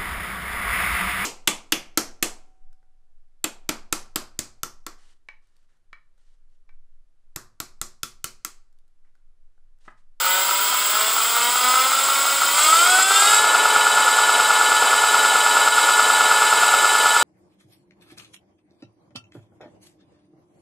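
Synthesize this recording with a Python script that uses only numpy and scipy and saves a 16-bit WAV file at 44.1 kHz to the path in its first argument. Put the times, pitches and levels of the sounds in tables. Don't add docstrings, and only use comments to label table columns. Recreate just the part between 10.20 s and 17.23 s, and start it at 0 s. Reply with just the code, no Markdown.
import sys
import numpy as np
from scipy import signal
from scipy.fft import rfft, irfft, next_fast_len
from scipy.io import wavfile
from scipy.ndimage import map_coordinates

SR = 44100
rng = np.random.default_rng(int(sys.argv[2]) if len(sys.argv) > 2 else 0)


def master_out(mix):
    frames = np.transpose(np.atleast_2d(mix))
    ceiling = np.clip(frames, -1, 1)
    pcm = np.round(ceiling * 32767).astype(np.int16)
    wavfile.write(sys.argv[1], SR, pcm)


def field_ratio(decibels):
    return 10 ** (np.asarray(decibels, dtype=float) / 20)


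N = 310023
MAGNETS = 46

# time_s, speed_rpm
WHEEL_SPEED = [(0, 233.9), (.28, 249.5), (.66, 265.3), (.8, 277.3), (1.3, 316.0), (1.62, 338.4),
               (1.79, 355.1), (2.31, 367.7), (2.5, 413.4), (2.7, 477.7), (2.95, 513.9), (3.1, 546.3),
               (3.2, 558.6), (3.3, 564.2), (7.03, 564.16)]
# time_s, pull_db
THROTTLE = [(0, -29.5), (.72, -28), (1.68, -25.5), (2.33, -25), (2.4, -20), (2.74, -20.5), (3.15, -18),
            (3.24, -24), (7.03, -23)]
# start_s, length_s, tones_louder_db
SURGES = [
    (.05, .18, 5.5),
    (.72, .18, 4.5),
    (1.13, .17, 5.5),
    (1.43, .25, 6),
]
SURGE_EDGE_S, BETWEEN_SURGES_DB = .015, -2.5

# pitch_hz, level_db
AIR_COLOUR = [(60, -41.5), (200, -26), (420, -11.5), (850, -3), (1300, -4), (1800, -15.5), (2700, -11.5),
              (4000, -23.5), (8000, -34), (15000, -61)]
AIR_DB, AIR_GROWS, AIR_YIELDS = -24, 2, 0.64
# pitch_hz, level_db
WHISTLE_COLOUR = [(8000, -51), (10000, -10), (12300, -23), (13600, -7), (14800, -18), (15400, 6),
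                  (15700, -7.5)]
WHISTLE_DB, WHISTLE_GROWS, WHISTLE_LEFT_DB = -18.5, 0.85, -70
HISS_DB, HISS_FOLLOWS = -25.5, 0.091

# pitch_hz, level_db
SHELL = [(60, -67), (300, -22.5), (600, -16), (1200, -37.5), (1550, -18.5), (1800, -36), (2600, -14),
         (4300, -15), (5300, -20), (5900, -25.5), (7000, -14.5), (8300, -20.5), (12300, -28), (14000, -44),
         (15300, -15)]
# pitch_hz, width_hz, level_db
COVER_RINGS = [(248.7, 6.2, -14), (742.3, 27, -11.5), (968, 78, -3.5), (1318, 204, 2.5), (1481, 66, -7.5),
               (2088, 370, -10), (3175, 113, -12), (3496, 320, -18), (5003, 295, -15), (7643, 230, -4.5),
               (8080, 220, -11), (9210, 285, -16), (13500, 830, -21.5)]

# angle_turns (0-1), level_db, ring_hz, t60_s, power_of_speed
KNOCKING_SPOTS = [(.15, -1.5, 1315, .02, 1.4), (.148, -10, 850, .012, 1.2), (.152, -16, 2300, .008, 1),
                  (.146, -16, 4900, .008, 1), (.23, -9.5, 1310, .022, .1), (.226, -18, 900, .012, .3),
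                  (.222, -11, 3700, .005, 1.5), (.222, -18, 2900, .005, 1), (.325, -15, 1250, .02, 1),
                  (.397, -13, 1300, .02, 1), (.575, -14, 1300, .02, 1), (.942, -20, 2400, .012, 1),
                  (.58, -21, 2400, .01, 1), (.48, -15, 7700, .012, .3)]
KNOCK_LAG_TURNS = .045

TONE_CYCLES = [46, 92, 101, 138, 152, 154, 184, 230, 276, 322, 368, 414, 460, 506, 552, 598, 736, 782, 851,
               920, 1058, 1196]
# level_db at full speed, power_of_speed
TONE_STRENGTHS = [(-40.5, 2.2), (-29, 2), (-29, 9), (-33.5, -2), (-23.5, 11), (-28, 2.5), (-28, 2.5),
                  (-38.5, -.5), (-41, 1), (-35, 2.4), (-40, 0), (-33, 2.5), (-42.5, 1), (-42.5, 0.5),
                  (-40.5, 1.4), (-55, -0.9), (-51.5, -1.5), (-34.5, 1.1), (-40, 1), (-42.5, 0.5),
                  (-54.5, .1), (-54, -.1)]
TONE_SWELLS = {92: (2.3, .7, .7, .47), 101: (.6, .3, .6, .1), 152: (1, .13, 3.5, .03),
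               184: (1.5, .99, 1.2, .37), 230: (1.5, .4, 2.5, .44), 276: (1.4, .4, 1.9, .25),
               322: (3.5, .71, 6.5, .2), 368: (.8, .14, 3.5, .17), 414: (4.5, .71, 2.5, .14),
               460: (1.2, .93, 3.5, .02), 552: (3.5, .13, 2.8, .27), 782: (2.5, .06, 5, .0),
               851: (1.5, .17, 3, .3), 920: (1.7, .47, 4, .02)}
SWELL_DB = 2.5
SHARP_CYCLES, SHARPENS = 250, .7

# start_s, depth_db, recovery_s
GAIN_DIPS = [
    (2.833, 4.5, 0.059),
    (5.49, 3, .04),
]
DIP_ATTACK_S = 0.0015


def unit(x):
    return x / np.sqrt(np.mean(x ** 2) + 1e-20)


def along(points, hz):
    f, v = np.transpose(points)
    return np.interp(np.log(hz + 1), np.log(f + 1), v)


def curve(rows):
    s, value = np.transpose(rows)
    return np.interp(np.arange(N) / SR, s, value)


def wobble(rate):
    knots = rng.standard_normal(int(N * rate / SR) + 4)
    return map_coordinates(knots, [np.arange(N) * rate / SR])


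def coloured(x, gain):
    size = next_fast_len(N + 8192)
    cepstrum = irfft(np.log(gain(np.fft.rfftfreq(size, 1 / SR)) + 1e-6), size)
    cepstrum[1:size // 2] *= 2
    cepstrum[size // 2 + 1:] = 0
    return irfft(rfft(x, size) * np.exp(rfft(cepstrum)), size)[:N]


def hiss(gain, rate, flutter_db):
    noise = rng.standard_normal(N) * field_ratio(flutter_db * wobble(rate))
    return unit(coloured(noise, gain))


def housing(hz, shell_db=0):
    rings = sum(field_ratio(db) / (1 + (2 * (hz - centre_hz) / width_hz) ** 2)
                for centre_hz, width_hz, db in COVER_RINGS)
    return (field_ratio(along(SHELL, hz) + shell_db) + rings) / (1 + (hz / 14500) ** 30)


def tyre_air(share, extra_db):
    level = field_ratio(AIR_DB - AIR_YIELDS * np.maximum(extra_db, 0)) * share ** AIR_GROWS
    return level * hiss(lambda hz: field_ratio(along(AIR_COLOUR, hz)), 12, 0.91)


def controller(share, extra_db):
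    through_housing = field_ratio(HISS_DB + HISS_FOLLOWS * extra_db) * hiss(housing, 40, 0.85)
    switching = field_ratio(WHISTLE_DB) * (1 - share) ** WHISTLE_GROWS + field_ratio(WHISTLE_LEFT_DB)
    return through_housing + switching * hiss(lambda hz: field_ratio(along(WHISTLE_COLOUR, hz)), 90, 1.5)


def every_turn(turns, angles, sizes, slip, scatter_db):
    marks = (np.arange(-1, int(turns[-1]) + 2)[:, None] + angles).ravel()
    chance = rng.standard_normal((len(marks), 2))
    at = np.interp(marks, turns, np.arange(N), left=-99, right=N + 99) + slip * SR * chance[:, 0]
    size = np.resize(sizes, len(marks)) * field_ratio(scatter_db * chance[:, 1])
    tap = np.floor(at)[:, None] + np.arange(-7, 9)
    lag = tap - at[:, None]
    pulse = size[:, None] * np.sinc(lag) * np.cos(np.pi * lag / 16) ** 2
    keep = (tap >= 0) & (tap < N)
    return np.bincount(tap[keep].astype(int), pulse[keep], N)


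def knocks(turns, share):
    out, t = np.zeros(N), np.arange(2000) / SR
    late_turns = turns - KNOCK_LAG_TURNS * (1 - share)
    for angle, db, hz, t60, harder in KNOCKING_SPOTS:
        onset = 1 - np.exp(-t / (0.086 * t60))
        ring = field_ratio(db - 60 * t / t60) * onset * np.sin(2 * np.pi * hz * t)
        hits = every_turn(late_turns, np.array([angle]), [1], slip=2e-5, scatter_db=.6)
        out += signal.fftconvolve(hits * share ** harder, ring)[:N]
    return 1.6 * out


def rotor(turns, spread, teeth_db, between_db, stiff_hz, drift=3e-5):
    size, top = 2 ** 15, MAGNETS * 46
    order = np.arange(top)
    reach = spread + .005 * (order / MAGNETS) ** 2

    def away(shift):
        return np.abs((order - shift + MAGNETS // 2) % MAGNETS - MAGNETS // 2)

    strength = np.exp(-away(0) / reach) + field_ratio(teeth_db) * np.exp(-away(9) / reach) + field_ratio(between_db)
    chance = rng.standard_normal((top, 2))
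    strength *= field_ratio(3 * chance[:, 0]) / np.sqrt(reach)
    strength[TONE_CYCLES] = 0
    strength[np.add.outer(list(TONE_SWELLS), np.arange(-3, 4))] = 0
    turn = irfft(strength * np.exp(9j * chance[:, 1]), size)
    angle = (turns + drift * wobble(7)) % 1
    force = map_coordinates(turn, [angle * size], mode="grid-wrap")
    return unit(coloured(force, lambda hz: housing(hz) / (1 + (stiff_hz / (hz + 1)) ** 2)))


def surging():
    t = np.arange(N) / SR

    def on(s):
        return .5 + .5 * np.tanh((t - s) / SURGE_EDGE_S)

    last_s = SURGES[-1][0] + SURGES[-1][1]
    pushes_db = sum(db * (on(s) - on(s + length)) for s, length, db in SURGES)
    return BETWEEN_SURGES_DB * (1 - on(last_s)) + pushes_db


def tones(turns, rpm, load_db, coupling):
    out = np.zeros(N)
    slow_rpm = rpm[::64]
    full = rpm / rpm[-1]
    uneven_db = .7 + 1.5 * (1 - full)
    for cycles, (db, rise) in zip(TONE_CYCLES, TONE_STRENGTHS):
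        start, first, second = rng.random(size=3)
        chance_swell = (SWELL_DB, first, SWELL_DB, second)
        once_db, first, twice_db, second = TONE_SWELLS.get(cycles, chance_swell)
        lit = housing(cycles * slow_rpm / 60, shell_db=-5)
        sweep = np.repeat((lit / lit[-1]) ** coupling * full[::64] ** rise, 64)[:N]
        swell_db = once_db * np.cos(2 * np.pi * (turns - first))
        swell_db += twice_db * np.cos(2 * 2 * np.pi * (turns - second))
        edge_db = SHARPENS * load_db * (cycles > SHARP_CYCLES)
        level_db = db + 2.5 + edge_db + swell_db * full + uneven_db * wobble(6)
        out += field_ratio(level_db) * sweep * np.sin(2 * np.pi * (cycles * turns + start))
    return out


def scene():
    rpm = curve(WHEEL_SPEED)
    turns, share = np.cumsum(rpm / 60) / SR, rpm / rpm.max()
    pull_db = curve(THROTTLE)
    extra_db = pull_db - pull_db[-1]
    air = tyre_air(share, extra_db)
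    control = controller(share, extra_db)
    knocking = knocks(turns, rpm / rpm[-1])
    rumble = rotor(turns, spread=6.3, teeth_db=-13, between_db=-21.5, stiff_hz=1730)
    whine = tones(turns, rpm, np.maximum(extra_db, 0), coupling=0.95)
    motor = field_ratio(pull_db + 2.0) * rumble + field_ratio(0.2 * extra_db + surging()) * whine + knocking
    return np.tile(motor + control + air, (2, 1))


def gain_dips():
    dip_db = np.zeros(N)
    for start, depth_db, back in GAIN_DIPS:
        since = np.maximum(np.arange(N) / SR - start, 0)
        dip_db += depth_db * (1 - np.exp(-since / DIP_ATTACK_S)) * np.exp(-(since / back) ** 2)
    return field_ratio(-dip_db)


def low_pass(x):
    return signal.sosfilt(signal.butter(12, 15950, fs=SR, output="sos"), x)


def record(dry):
    dipped = dry[0] * gain_dips()
    soft = dipped / (1 + np.abs(dipped / .8) ** 6) ** (1 / 6)
    heard = coloured(soft, lambda hz: (hz < 15740) / np.sqrt(1 + (116 / (hz + 1)) ** 8))
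    return low_pass(np.tile(heard, (2, 1)))


dry = scene()
out = record(dry)
master_out(out)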